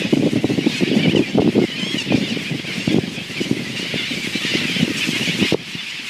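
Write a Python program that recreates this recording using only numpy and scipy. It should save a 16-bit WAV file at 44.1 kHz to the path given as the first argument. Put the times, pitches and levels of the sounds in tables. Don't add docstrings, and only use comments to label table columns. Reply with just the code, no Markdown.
import sys
import numpy as np
from scipy import signal
from scipy.fft import rfft, irfft, next_fast_len
from scipy.io import wavfile
from scipy.ndimage import uniform_filter1d, minimum_filter1d

SR = 44100
rng = np.random.default_rng(int(sys.argv[2]) if len(sys.argv) > 2 else 0)


def wav_record(signal):
    frames = np.transpose(np.atleast_2d(signal))
    bounded = np.clip(frames, -1, 1)
    quanta = np.round(bounded * 32767).astype(np.int16)
    wavfile.write(sys.argv[1], SR, quanta)


N = 268921
BAND_LIMIT_HZ = 15380


def amp(db):
    return 10 ** (np.asarray(db) / 20)


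def unit_rms(x):
    return x / np.sqrt(np.mean(x ** 2) + 1e-20)


def db_at(spectrum, hz):
    f_hz, db = np.transpose(spectrum)
    return np.interp(np.log(hz + 1), np.log(f_hz + 1), db)


def add(mix, start_s, sound):
    start = round(start_s * SR)
    sound = sound[max(-start, 0):]
    part = mix[max(start, 0):][:len(sound)]
    part += sound[:len(part)]


def coloured(x, spectrum):
    size = next_fast_len(len(x))
    gain = amp(db_at(spectrum, np.fft.rfftfreq(size, 1 / SR)))
    return irfft(rfft(x, size) * gain, size)[:len(x)]


def wander(length, hz):
    knots = rng.standard_normal(800)
    position = np.arange(length) * hz / SR
    index = position.astype(int)
    blend = np.sin(np.pi / 2 * (position - index)) ** 2
    return unit_rms(knots[index] * (1 - blend) + knots[index + 1] * blend)


def far_hiss(patchy_db=1.13, flicker_db=0.5):
    frames = N // 128 + 5
    real, imag, patches = rng.standard_normal((frames, 257, 3)).T
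    patches = unit_rms(uniform_filter1d(uniform_filter1d(patches, 8, 0), 16, 1))
    flicker = unit_rms(uniform_filter1d(rng.standard_normal(frames), 5))
    spectra = (real + 1j * imag) * amp(patchy_db * patches + flicker_db * flicker)
    return unit_rms(signal.istft(spectra, nperseg=512, noverlap=384)[1][:N])


def squawks(count=680, length=3700):
    when, pitch, slope, arch, span, strength = rng.random((count, 6)).T[..., None]
    u = np.arange(length) / (length * (.35 + .65 * span))
    bend = .6 * (slope - .4) * u + .5 * (arch - .4) * np.sin(np.pi * u)
    jitter = unit_rms(uniform_filter1d(rng.standard_normal((count, length)), size=150, axis=1))
    turns = np.cumsum((680 + 420 * pitch) * np.exp(bend + .008 * jitter), axis=1) / SR
    harmonic_db = np.array([-4.5, 0.5, -0.5, -9.5, -3.5]) + 3.1 * rng.standard_normal((count, 5))
    calls = sum(amp(harmonic_db[:, [k]]) * np.cos(2 * np.pi * (k + 2) * turns) for k in range(5))
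    envelope = np.sin(np.pi * np.minimum(u, 1)) ** .6
    calls *= envelope * (1 + .25 * jitter[::-1]) * amp(7 * strength)
    out = np.zeros(N)
    for start_s, call in zip((when[:, 0] * (N + length) - length) / SR, calls):
        add(out, start_s, call)
    return unit_rms(out)


def flock(squawks_db=-6.5, split_hz=5500, surge_db=.5, surge_hz=12, flicker_db=1.5, flicker_hz=28):
    # t/s, level/dB, treble re body/dB
    levels = [(0.0, -26, -12), (0.07, -29, -19), (0.19, -32, -11), (0.63, -29.5, -15), (0.76, -24.5, -13.5),
              (0.83, -28, -15), (1.1, -29, -15.5), (1.31, -32.5, -15.5), (1.53, -31, -16), (1.87, -29, -16),
              (1.92, -28.5, -13), (2.11, -29, -19), (2.44, -27, -15.5), (2.51, -32, -15.5),
              (2.85, -26, -17.5), (3.04, -32.5, -15), (3.38, -28.5, -13.5), (3.55, -30, -13.5),
              (4.01, -26, -15.5), (4.26, -26.5, -12.5), (4.52, -23.5, -16), (4.96, -26, -13),
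              (4.98, -23.5, -12), (5.54, -23.5, -15.5), (5.55, -33.5, -15), (5.81, -28.5, -16.5),
              (6.1, -29.5, -14)]
    # f/Hz, gain/dB
    din_spectrum = [(290, -60), (500, -36), (545, -35), (675, -18), (926, -11), (1080, -11.5), (1270, -9.5),
                    (1360, -11.5), (2150, 0), (2830, 0.5), (3990, -6.5), (4810, -7), (6400, -10.5),
                    (11200, -20.5), (15300, -31)]
    t_s, *columns = np.transpose(levels)
    level_db, treble_db = (np.interp(np.arange(N) / SR, t_s, column) for column in columns)
    din = coloured(amp(squawks_db) * squawks() + far_hiss(), din_spectrum)
    body = signal.oaconvolve(din, signal.firwin(101, split_hz, fs=SR), "same")
    level_db += surge_db * wander(N, surge_hz)
    treble_db += flicker_db * wander(N, flicker_hz)
    return amp(level_db) * (unit_rms(body) + amp(treble_db) * unit_rms(din - body))


def buffet(db, hz, width_ms, turbulence, max_drive_db=-2.5):
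    t_s = np.arange(-1500, 1500) / SR
    swing_hz = hz * np.exp(0.1944 * wander(len(t_s), hz))
    swing = np.cos(2 * np.pi * (np.cumsum(swing_hz) / SR + rng.random()))
    flank_s = np.where(t_s < 0, 0.82, 1.01) * width_ms / 1000
    envelope = np.exp(-4 * np.log(2) * (t_s / flank_s) ** 2)
    push = amp(min(db, max_drive_db)) * envelope * (swing + 0.5 * turbulence)
    return push + 0.52 * push ** 2 + 0.29 * push ** 3


def wind(lumps_db=4.0, lumps_hz=60, weak_count=75):
    # f/Hz, relative density/dB
    rumble_spectrum = [(12, -65), (20, -53), (59, -1.5), (166, 3), (238, 2), (489, -11), (536, -11.5),
                       (812, -21), (905, -25.5), (1350, -37), (1500, -31), (1950, -79), (3300, -120)]
    # t/s, rumble level/dB
    gusts = [(0.0, -27), (0.2, -28), (0.36, -22.5), (0.85, -32), (1.03, -19.5), (1.2, -33), (1.39, -28.5),
             (1.51, -24), (1.65, -34.5), (1.87, -32.5), (2.24, -30), (2.38, -33.5), (2.56, -30.5),
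             (2.87, -29.5), (4.06, -34), (4.31, -33), (4.74, -28), (5.11, -31), (5.28, -27), (5.37, -25.5),
             (5.5, -37), (6.1, -43.5)]
    # t/s, drive before the cap/dB, f/Hz, nominal width/ms
    strong_buffets = [(0.021, -11.5, 317, 2.8), (0.133, -2.5, 286, 11.3), (0.143, -24, 283, 11),
                      (0.173, -4.5, 247, 7.1), (0.181, -12, 265, 7.4), (0.2, -16, 277, 30),
                      (0.226, -9, 290, 2.1), (0.233, -8.5, 441, 2.3), (0.242, -9.5, 229, 16),
                      (0.256, -11, 280.4, 9.6), (0.266, -12.5, 346, 16), (0.272, -11, 354.5, 7),
                      (0.334, -10, 304, 2.7), (0.359, -12.5, 324, 6.6), (0.381, -14.5, 209, 11),
                      (0.446, -0.5, 243.5, 7), (0.457, -17, 297, 3.2), (0.494, -10, 289, 6.1),
                      (0.501, -11, 265, 3.9), (0.508, -16, 248.4, 17), (0.52, -14.5, 317, 11),
                      (0.537, -12, 313, 9.1), (0.581, -7.6, 209, 8.2), (0.59, -8, 309.6, 4.7),
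                      (0.669, -5.5, 242.6, 14), (0.81, -7, 316.0, 2.6), (0.825, -9, 244.0, 14),
                      (0.836, -4.5, 233.5, 3), (0.88, -19, 330, 27), (0.916, -8.2, 297, 3.8),
                      (0.925, -17.5, 257.0, 18), (0.934, -9, 295.4, 2.9), (0.943, -10.5, 327, 6.8),
                      (0.955, -7, 296.4, 1.3), (0.968, -9, 250, 19), (0.989, -17.5, 256, 21),
                      (1.036, -20, 270, 40.0), (1.06, -7.5, 322, 4.4), (1.077, -22, 231, 18.7),
                      (1.096, -8, 255, 3.3), (1.127, -20, 266, 38), (1.137, -12, 285, 4.2),
                      (1.151, -3.5, 322, 4.2), (1.17, -3, 302.5, 9.1), (1.195, 3, 327.6, 4.4),
                      (1.203, -12.5, 342.4, 36), (1.354, -11, 270, 9.6), (1.37, -12.5, 298, 4.1),
                      (1.377, -9, 256, 4.1), (1.385, -2, 521, 2), (1.387, -12.5, 436, 14.6),
                      (1.395, -2, 460, 8.9), (1.406, -6.5, 333.0, 3.5), (1.42, -3.5, 437, 1.4),
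                      (1.428, -11, 314, 7.7), (1.446, -9.5, 265, 5.3), (1.454, -15, 245.0, 28),
                      (1.477, -2, 249, 3), (1.487, -6, 289, 5.2), (1.494, -17, 328, 14),
                      (1.525, -24, 245, 12), (1.558, -14, 330, 18), (1.569, -6.5, 293.7, 4.2),
                      (1.579, -4, 285, 5.2), (1.588, -6, 346, 6.3), (1.594, -12.9, 299.6, 23),
                      (1.599, -8.6, 269, 1.4), (1.617, -5, 299.0, 4.6), (1.625, -9.5, 276, 10),
                      (1.639, -6.5, 355, 5.2), (1.646, -11, 326.4, 6.4), (1.834, -17, 238.3, 15),
                      (1.945, -11, 303.3, 7.7), (1.956, -12.4, 317.6, 2.6), (1.969, -11, 250, 4.4),
                      (2.106, -10, 302, 6.5), (2.115, -21, 270, 26), (2.124, -10, 430, 3.6),
                      (2.132, -10.5, 310, 7.7), (2.144, -2, 286, 9.8), (2.159, -9.5, 270, 4.3),
                      (2.176, -12.5, 338.6, 2.9), (2.184, -14.9, 260.0, 5.0), (2.219, -13.5, 232, 21),
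                      (2.236, -18.9, 328.5, 22), (2.308, -15.1, 300, 2.6), (2.322, -19.0, 269, 47),
                      (2.364, -18, 274, 5.3), (2.372, -12.5, 338, 2.7), (2.52, -20, 222.4, 7),
                      (2.55, -17.5, 249, 19), (2.599, -14, 299, 4.5), (2.78, -16.5, 205, 7.3),
                      (2.878, -2.5, 303, 5.1), (2.919, -16, 292, 56), (2.944, -7, 259, 5.7),
                      (2.956, -10, 295, 4.8), (2.966, -11, 293.0, 13.3), (2.976, -14, 308.0, 20),
                      (2.985, -5, 354, 8.6), (3.039, -16.5, 215.5, 7.6), (3.079, -16.3, 247, 7.6),
                      (3.409, -18, 277, 19), (3.416, -13.7, 263, 6.1), (3.513, -4, 239.3, 3.1),
                      (3.529, -15, 230, 8.7), (3.571, -18, 269, 8.0), (3.647, -19.5, 244, 4.7),
                      (3.798, -22, 381, 5.6), (3.83, -16, 242, 3.4), (3.942, -10, 246.6, 6.1),
                      (3.958, -7.9, 219.4, 4.4), (4.111, -16.5, 217, 5), (4.176, -19, 237.5, 4.5),
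                      (4.245, -15.8, 226, 4.2), (4.274, -14, 281.5, 5.1), (4.356, -14, 279.5, 8.3),
                      (4.45, -13.5, 245, 4.7), (4.54, -16, 374, 3.5), (4.554, -9.5, 301, 9.8),
                      (4.652, -13, 239.0, 5.5), (4.695, -21, 260, 11.8), (4.767, -13.5, 241.8, 7.7),
                      (4.812, -12, 210, 7.7), (4.83, -10.5, 207.6, 11), (4.842, -18, 260, 3.3),
                      (4.849, -13.7, 233, 3.2), (4.88, -14, 276, 4.8), (4.905, -18, 264, 23),
                      (5.075, -18, 277, 12), (5.09, -10.5, 224, 5.8), (5.111, -27, 200, 25.3),
                      (5.133, -14.5, 334, 3.4), (5.276, -10, 269, 4.2), (5.39, -15.8, 272, 4.8),
                      (5.42, -14.5, 236.7, 22), (5.428, -10.5, 290.6, 4.7), (5.436, -19, 255, 46),
                      (5.524, -6, 266.7, 2.2), (5.533, -16, 269, 12.2), (5.546, -2.5, 372, 5.5),
                      (5.752, -14.5, 211.5, 4.8)]
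    air = unit_rms(coloured(rng.standard_normal(N + 3000), rumble_spectrum))
    gust_s, gust_db = np.transpose(gusts)
    rumble_db = np.interp(np.arange(N) / SR, gust_s, gust_db) + lumps_db * wander(N, lumps_hz)
    out = air[:N] * amp(rumble_db)
    weak_s = rng.random(weak_count) * N / SR
    strength, pitch, span = rng.standard_normal((weak_count, 3)).T
    weak_db = np.interp(weak_s, gust_s, gust_db) + 6.5 + 3 * strength
    weak_hz, weak_ms = 260 * np.exp(0.165 * pitch), 5.6 * np.exp(0.57 * span)
    for centre_s, db, hz, width_ms in [*strong_buffets, *zip(weak_s, weak_db, weak_hz, weak_ms)]:
        start = rng.integers(N)
        add(out, centre_s - 1500 / SR, buffet(db, hz, width_ms, air[start:start + 3000]))
    return out


def cry(length_s, start_hz, middle_hz, end_hz, db, high_db, ends_db=-7, waver_db=1.2, waver_hz=45):
    # f/Hz, gain/dB
    throat = [(700, 5), (1100, 0), (1900, 6.5), (2300, 19.5), (2900, 19.5), (3350, 18.5), (3800, 10.5),
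              (4400, -4), (5500, -2), (7500, -1), (9000, -4), (12000, -11), (15000, -10)]
    length = round(length_s * SR)
    u = np.linspace(-1, 1, length)
    hz = middle_hz + (end_hz - start_hz) / 2 * u + ((start_hz + end_hz) / 2 - middle_hz) * u ** 2
    level_db = db + ends_db * u ** 4 + waver_db * wander(length, waver_hz)
    jitter, rasp = wander(length, 250), wander(length, 250)
    turns = np.cumsum(hz * (1 + .003 * jitter)) / SR
    order = np.arange(1, 16)[:, None]
    gain = amp(db_at(throat, order * hz) + 6 * (order == 3))
    gain *= order * hz < BAND_LIMIT_HZ
    low, high = gain[:4], gain[4:] * amp(-3 * order[4:])
    low = low / np.linalg.norm(low, axis=0)
    high = high / np.linalg.norm(high, axis=0) * amp(high_db)
    phase = 2 * np.pi * (order * turns + rng.random(order.shape))
    voice = np.sqrt(2) * (np.vstack([low, high]) * np.cos(phase)).sum(0)
    return voice * (1 + .2 * rasp) * amp(level_db) * signal.windows.tukey(length, .15)


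def near_terns(echo_db=-9, echo_s=90 / SR):
    # t/s, length/s, start f/Hz, middle f/Hz, end f/Hz, level/dB, harmonics 5-15 re 1-4/dB
    syllables = [ (0.0, 0.05, 841, 830, 826, -35, -17), (0.437, 0.043, 737, 785, 734, -46, 6),
                 (0.618, 0.058, 755, 781, 880, -33, -15), (0.679, 0.045, 760, 743, 710, -39, 7),
                 (0.724, 0.089, 745, 864, 777, -32.5, -1.5), (0.869, 0.023, 896, 930, 980, -37, -16),
                 (0.917, 0.064, 878, 1000, 1026, -35.5, -26), (0.962, 0.059, 602, 718, 788, -29, -18),
                 (1.025, 0.042, 804, 764, 718, -21.5, -26), (1.02, 0.062, 1100, 954, 990, -34.5, -20),
                 (1.08, 0.048, 727, 893, 1090, -26, -19), (1.156, 0.041, 1030, 936, 820, -23, -16),
                 (1.22, .03, 850, 815, 780, -30, -22), (1.252, 0.069, 840, 892, 934, -33.5, -10),
                 (1.708, .06, 950, 1008, 990, -32.5, -23), (1.79, 0.054, 1045, 1020, 1020, -26.5, -12),
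                 (1.815, .14, 1030, 1088, 1097, -26.5, -12.5), (1.978, 0.051, 1007, 917, 880, -24, -9.5),
                 (2.025, .045, 900, 965, 960, -36, -16), (2.085, 0.061, 930, 815, 875, -31, -24),
                 (2.119, 0.048, 866, 881, 820, -31, -26), (2.214, 0.072, 670, 724, 650, -32.5, -2),
                 (2.277, 0.063, 1016, 960, 803, -31.5, -10), (2.764, 0.14, 858, 930, 900, -36, -5),
                 (3.408, 0.046, 964, 993, 980, -32.5, -8), (3.438, 0.059, 742, 780, 800, -39, -6),
                 (3.761, .042, 950, 935, 912, -27.5, -6.5), (3.798, 0.073, 937, 980, 1050, -34, -11),
                 (3.9, 0.049, 523, 594, 730, -33.5, -14), (3.957, 0.07, 723, 709, 662, -29.5, -1.5),
                 (4.017, 0.036, 646, 695, 770, -30, -8), (4.072, 0.044, 725, 800, 770, -37, 0),
                 (4.118, 0.031, 755, 730, 700, -31.5, 0), (4.325, 0.084, 758, 774, 730, -31, -8),
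                 (4.46, 0.065, 902, 995, 900, -29.5, -8), (4.97, 0.029, 1067, 1103, 1050, -35.5, 5),
                 (5.201, 0.034, 900, 925, 985, -26, -27), (5.228, 0.052, 890, 835, 850, -31, -22),
                 (5.3, 0.091, 760, 924, 969, -41, -5), (5.39, 0.059, 762, 920, 1050, -26, -16),
                 (5.45, .048, 820, 940, 940, -36, -20), (5.73, 0.034, 786, 903, 1000, -36.5, -13),
                 (5.775, 0.037, 713, 706, 680, -35, 1.5), (5.877, .045, 861, 955, 1020, -34, -6), ]
    out = np.zeros(N)
    for start_s, *syllable in syllables:
        voice = cry(*syllable)
        add(out, start_s, voice)
        add(out, start_s + echo_s, amp(echo_db) * voice)
    return out


def scene():
    return (near_terns() + flock() + wind())[None]


def record(dry, low_cut_hz=125, rumble_db=-62, rumble_hz=70, ceiling=.7):
    mic = signal.sosfilt(signal.butter(4, low_cut_hz, "high", fs=SR, output="sos"), dry)
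    heave_db = 3.3 * wander(N, hz=6.5)
    rumble = signal.sosfilt(signal.butter(2, rumble_hz, fs=SR, output="sos"), rng.standard_normal(N))
    mic += amp(rumble_db + heave_db) * unit_rms(rumble)
    gain = np.minimum(ceiling / (abs(mic) + 1e-9), 1)
    limited = mic * uniform_filter1d(minimum_filter1d(gain, size=301), size=300)
    lowpass = signal.firwin(1023, BAND_LIMIT_HZ, window=("kaiser", 10), fs=SR)
    return signal.oaconvolve(limited, lowpass[None], "same")


dry = scene()
out = record(dry)
wav_record(out)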